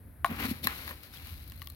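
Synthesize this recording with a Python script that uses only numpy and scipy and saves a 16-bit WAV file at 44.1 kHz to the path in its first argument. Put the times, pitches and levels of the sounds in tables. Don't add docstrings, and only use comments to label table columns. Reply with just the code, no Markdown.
import sys
import numpy as np
from scipy import signal
from scipy.fft import rfft, irfft
from scipy.io import wavfile

SR = 44100
rng = np.random.default_rng(int(sys.argv[2]) if len(sys.argv) > 2 else 0)


def store_pcm(level_fs):
    pcm = np.round(np.clip(level_fs, -1, 1) * 32767).astype(np.int16)
    wavfile.write(sys.argv[1], SR, np.atleast_2d(pcm).T)


N = 77175

# t/s, level/dB
RUMBLE_LEVEL = [(0,-47),(0.2,-48),(0.35,-42.5),(0.7,-44),(0.9,-47),(1.12,-50.5),(1.33,-42),(1.55,-45.5),(1.75,-48)]
# f/Hz, level/dB
RUMBLE_EQ = [(20,-33),(36,-12),(48,-8.5),(72,1),(100,-5.5),(160,-12),(230,-21.5),(300,-16.5),(800,-62)]
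AIR_EQ = [(100,8),(260,5),(420,3),(580,-0.5),(750,-9),(1100,-16.5),(1700,-16),(3000,-31.5),(4200,-24.5),(7000,-27),(10000,-17.5),(12500,-28),(16000,-32)]
REVERB_EQ = [(200,-3.5),(700,5.5),(2000,-6.5),(5000,-5.5),(16000,-37)]
# f/Hz, level/dB
LEFT_PORT_EQ = [(80,-2),(400,-7.5),(1000,6.5),(2200,11),(4200,3),(5500,-4),(7200,-10.5),(8400,-18),(9500,-0.5),(11000,15.5),(12200,18.5),(13500,14),(15700,11.5)]
RIGHT_PORT_EQ = [(80,-1.5),(400,-10),(1000,3),(2200,5.5),(3600,-0.5),(4800,-7.5),(7200,-7.5),(9600,6.5),(11500,2),(15700,4.5)]

# t/s, level/dB
SCRAPE_LEVEL = [(0.27,-73),(0.31,-46.5),(0.36,-63),(0.45,-56),(0.55,-63),(0.70,-54.5),(0.84,-56.5),(0.91,-44.5),(0.95,-62),(1.04,-64),(1.12,-83)]
DRONE_LEVEL = [(0.26,-55.5),(0.31,-29.5),(0.36,-44.5),(0.41,-30.5),(0.455,-33),(0.48,-35.5),(0.54,-47),(0.61,-52.5),(0.65,-32),(0.70,-46),(0.90,-49.5),(1.0,-57),(1.4,-61),(1.75,-62)]
# f/Hz, level/dB
SCRAPE_EQ = [(150,-29.5),(330,-3.5),(480,5),(700,-7),(1000,-14.5),(2500,-26.5)]
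DRONE_EQ = [(50,-22.5),(90,-7.5),(165,-10.5),(205,-10),(233,3),(250,-7),(270,4.5),(305,-8.5),(380,-9),(1200,-50.5)]
# t/s, level/dB, attack/s
SHOVES = [(0.2442,-12.5,0.0023),(0.298,-4.5,0.0039),(0.315,-0.5,0.001),(0.448,10.5,0.0095),(0.486,0,0.005),(0.512,8,0.0033),(0.649,8.5,0.016),(0.907,-12,0.0022),(1.5203,-27,0.0014)]
# t/s, click level/dB, ping level/dB, pitch ratio, left minus right/dB
TICKS = [(1.034,-5,-1,1.2,2),(1.138,-14,2,1.3,7),(1.172,-13,0,0.82,6),(1.271,-7.5,-9,0.71,9),(1.374,-15,-18,0.97,2),(1.427,-14.5,-32,1.1,7),(1.478,-12.5,-28,1.15,15),(1.499,-14,-23,1.1,19),(1.576,-20,-4,1.06,5),(1.596,-14,-14,0.73,6),(1.625,-4.5,-10,1.5,7),(1.646,-14,-26,1.1,3),(1.7008,-3,-0.5,1.02,6.5)]
# t/s, ring level/dB, crack level/dB, tilt/(dB per octave), pitch ratio, left minus right/dB
DROPS = [(1.5205,-11,-19,4,0.98,-6),(1.6185,0.5,-22,3.5,1.021,4),(1.6725,-7,-18,0,1.0,6.5)]
TAPS = [(0.2457,-2.5,-9.5,0.5,0.99,0.5),(0.2568,-23,-20,4.5,0.89,1),(0.2615,-22,-90,6,1.0,1)]
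KNOCKS = [(0.6712,0,1,0,1.0,0),(0.878,-15,-24,0,1.0,2),(0.892,-25,-18,0,1.0,1),(0.910,-16,-26,-2,.95,2)]
# f/Hz, level/dB
TICK_EQ = [(600,-26),(1200,1),(3200,-16),(4050,14.5),(4900,11),(8000,12),(12000,-1),(16000,0)]
CRACK_EQ = [(300,-56),(900,-25.5),(2000,4),(4000,14),(7000,11.5),(11000,0.5),(16000,5)]
# f/Hz, level/dB, t60/s
TUB_MODES = [(103,-21,0.24),(238,7.5,0.047),(271,-3.5,0.036),(324,-16,0.017)]
PING_MODES = [(1153,-64.5,.035),(4060,-49.5,0.033)]
DROP_MODES = [(1125,0,.035),(1560,-8,.012),(1900,1,.012),(2820,-1,.018),(4150,-7,.012),(4900,-9,.01)]
BOWL_MODES = [(700.4,-6,0.069),(786,4,0.012),(1098,1,.026),(1060,-4.5,0.017),(1460,-1.5,0.013),(1720,-4,0.008),(2200,-13.5,0.018),(2680,-21,0.0077),(3960,-17,0.021),(10450,-21,0.013),(15200,-36,.01)]
WALL_MODES = [(530,-3.5,0.015),(934,-16,0.021),(1100,-0.5,0.018),(1274,-1,0.0093),(1650,0,0.014),(1715,-18,0.11),(1873,-4.5,0.025),(2660,-7.5,0.022),(4100,-6,0.0082)]

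# t/s, crunch level/dB, hiss level/dB
STIR_LEVELS = [(0.25,-67,-45),(0.28,-51.5,-52.5),(0.315,-41.5,-63.5),(0.36,-48,-50.5),(0.38,-44,-52.5),(0.40,-37.5,-42.5),(0.43,-36.5,-44),(0.456,-36.5,-38.5),(0.48,-49.5,-46.5),(0.51,-49,-40),(0.53,-51,-51.5),(0.585,-58,-55),(0.62,-63,-62.5),(0.632,-62,-47),(0.643,-44.5,-34),(0.662,-52.5,-44),(0.70,-40.5,-48),(0.75,-48,-47),(0.86,-53,-50),(0.885,-52,-46.5),(0.915,-51,-50),(0.94,-59.5,-56.5),(1.02,-64.5,-60.5),(1.036,-63.5,-54),(1.06,-63,-55.5),(1.11,-67,-62),(1.14,-59.5,-51),(1.21,-57.5,-55.5),(1.28,-56,-51.5),(1.40,-66.5,-58),(1.50,-69,-60.5),(1.62,-69,-61.5),(1.75,-79,-64.5)]
# t/s, rate/(contacts per s)
CONTACT_RATE = [(0.3,4300),(0.45,13000),(0.8,16400),(1.25,8400),(1.45,6000),(1.75,3300)]
# t/s, level/dB
SETTLE_LEVEL = [(1.15,-100),(1.33,-70),(1.45,-65.5),(1.62,-70),(1.75,-60.5)]
# f/Hz, level/dB
CRUNCH_EQ = [(150,-23),(350,-5),(550,-2.5),(850,-1.5),(1800,-3.5),(2800,-5.5),(4200,-14),(7000,-12),(16000,-59)]
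HISS_EQ = [(800,-38.5),(2200,0),(3300,1),(4100,9),(5000,6.5),(7000,3.5),(10000,-6),(16000,-7.5)]
CRACKLE_EQ = [(1000,-32),(4000,-16),(8000,-9),(11000,-1.5),(16000,3.5)]

GRAIN_SPREAD_DB, STEREO_SCATTER = 7, 0.33
GRAIN_LAG_S, LAG_SPREAD_S = 0.00017, 0.00007
BOWL_LAG_S, WALL_LAG_S = 0.00004, 0.00018


def undb(db):
    return 10 ** (np.asarray(db) / 20)


def curve(rows, column=1):
    rows = np.array(rows)
    return np.interp(np.arange(N) / SR, rows[:, 0], rows[:, column])


def unit(x):
    return x / np.sqrt(np.mean(x ** 2))


def response(eq, size=4096):
    hz, db = np.array(eq).T
    f = np.maximum(np.fft.rfftfreq(size, 1 / SR), 1)
    gain = undb(np.interp(np.log(f), np.log(hz), db))
    cepstrum = irfft(np.log(gain))
    cepstrum[1:size // 2] *= 2
    cepstrum[size // 2 + 1:] = 0
    return irfft(np.exp(rfft(cepstrum)))


def convolve(x, impulse):
    return signal.fftconvolve(np.atleast_2d(x), np.atleast_2d(impulse), axes=1)[:, :N]


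def colour(x, eq):
    impulse = response(eq)
    return convolve(x, impulse / np.sqrt(np.sum(impulse ** 2)))


def low_cut(x, hz, order):
    return signal.sosfilt(signal.butter(order, hz, "high", fs=SR, output="sos"), x)


def place(out, start_s, sound, pan_db=0, lag_s=0):
    sound = np.broadcast_to(sound, (2, sound.shape[-1]))
    for port, (lag, side) in enumerate([(0, 1), (lag_s, -1)]):
        i = int((start_s + lag) * SR)
        part = sound[port, :N - i]
        out[port, i:i + len(part)] += part * undb(side * pan_db / 2)


def modes(table, t, pitch=1, tilt_db=0):
    return sum(undb(db + tilt_db * np.log2(hz / table[0][0]))
               * np.sin(2 * np.pi * hz * pitch * t)
               * np.exp(-np.log(1000) * t / t60) for hz, db, t60 in table)


def snap(t, decay_s):
    noise = np.sign(rng.standard_normal((3, len(t))))
    return (noise[0] + STEREO_SCATTER * noise[1:]) * np.exp(-t / decay_s)


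def grains(per_s):
    chance = np.clip(per_s / SR, 1e-4, 1)
    fires = rng.random(N) < chance
    spread, position, left, right = rng.standard_normal((4, N))
    size = undb(GRAIN_SPREAD_DB * np.clip(spread, -2, 2)) * fires / np.sqrt(chance)
    sign = rng.choice([-1, 1], N)
    lag_s = GRAIN_LAG_S + LAG_SPREAD_S * position
    arrival = np.clip(np.round(np.arange(N) + SR * lag_s), 0, N - 1).astype(int)
    left_clicks = size * (sign + STEREO_SCATTER * left)
    right_clicks = np.bincount(arrival, size * (sign + STEREO_SCATTER * right), N)
    return unit(np.array([left_clicks, right_clicks]))


def strike(hits, table, lag_s, body_db, crack_db=-19.5, attack_s=0.00035):
    t = np.arange(SR // 4) / SR
    body, crack = np.zeros((2, 2, N))
    attack = 1 - np.exp(-t / attack_s)
    for s, ring_db, snap_db, tilt_db, pitch, pan_db in hits:
        place(body, s, undb(body_db + ring_db) * modes(table, t, pitch, tilt_db) * attack, pan_db, lag_s)
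        place(crack, s, undb(crack_db + snap_db) * snap(t, decay_s=0.0011), pan_db, lag_s)
    return body + colour(crack, CRACK_EQ)


def room_tone(air_db=-57.5):
    def bed(eq, width):
        noise = rng.standard_normal(N) + width * rng.standard_normal((2, N))
        return unit(colour(noise, eq))
    rumble = bed(RUMBLE_EQ, width=0.27) * undb(curve(RUMBLE_LEVEL))
    return rumble + bed(AIR_EQ, width=1.0) * undb(air_db)


def reverb(x, send_db=-14, t60_s=0.21, attack_s=0.0013):
    t = np.arange(SR // 2) / SR
    envelope = np.exp(-np.log(1000) * t / t60_s) * (1 - np.exp(-t / attack_s))
    tail = rng.standard_normal((2, len(t))) * envelope
    tail /= np.sqrt(np.sum(tail ** 2) / 2)
    return undb(send_db) * convolve(convolve(x, tail), response(REVERB_EQ))


def spoon_scrape():
    return colour(grains(per_s=2500) * undb(curve(SCRAPE_LEVEL)), SCRAPE_EQ)


def tub_boom(trim_db=-26):
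    t = np.arange(SR // 5) / SR
    booms = np.zeros((2, N))
    for s, db, attack_s in SHOVES:
        attack = 1 - np.exp(-t / attack_s)
        place(booms, s, undb(trim_db + db) * modes(TUB_MODES, t) * attack, lag_s=WALL_LAG_S)
    drone = colour(rng.standard_normal(N) * undb(curve(DRONE_LEVEL)), DRONE_EQ)
    return booms + drone


def bead_ticks(click_trim_db=-37):
    t = np.arange(SR // 20) / SR
    clicks, pings = np.zeros((2, 2, N))
    for s, click_db, ping_db, pitch, pan_db in TICKS:
        place(clicks, s, undb(click_trim_db + click_db) * snap(t, decay_s=0.0012), pan_db)
        place(pings, s, undb(ping_db) * modes(PING_MODES, t, pitch), pan_db)
    return colour(clicks, TICK_EQ) + pings


def bead_drops():
    return strike(DROPS, DROP_MODES, BOWL_LAG_S, body_db=-46.5)


def bowl_taps():
    return low_cut(strike(TAPS, BOWL_MODES, BOWL_LAG_S, body_db=-16), hz=646, order=6)


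def wall_knocks():
    return strike(KNOCKS, WALL_MODES, WALL_LAG_S, body_db=-22)


def bead_rustle(crunch_trim_db=-4, hiss_trim_db=-0.5):
    t, per_s = np.arange(N) / SR, curve(CONTACT_RATE)
    touched, lifted = t > STIR_LEVELS[0][0], t > SETTLE_LEVEL[0][0]
    crunch = grains(per_s) * touched * undb(curve(STIR_LEVELS, column=1) + crunch_trim_db)
    hiss = grains(per_s) * touched * undb(curve(STIR_LEVELS, column=2) + hiss_trim_db)
    crackle = grains(per_s=150) * lifted * undb(curve(SETTLE_LEVEL))
    return colour(crunch, CRUNCH_EQ) + colour(hiss, HISS_EQ) + colour(crackle, CRACKLE_EQ)


def scene():
    close = bead_rustle() + bowl_taps() + wall_knocks() + bead_drops() + bead_ticks()
    close += tub_boom() + spoon_scrape()
    return close + reverb(close) + room_tone()


def record(dry, top_hz=15900):
    ports = np.array([response(LEFT_PORT_EQ), response(RIGHT_PORT_EQ)])
    heard = low_cut(convolve(dry, ports), hz=38, order=4)
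    high_cut = signal.ellip(10, 0.2, 80, top_hz, fs=SR, output="sos")
    return signal.sosfilt(high_cut, heard)


dry = scene()
out = record(dry)
store_pcm(out)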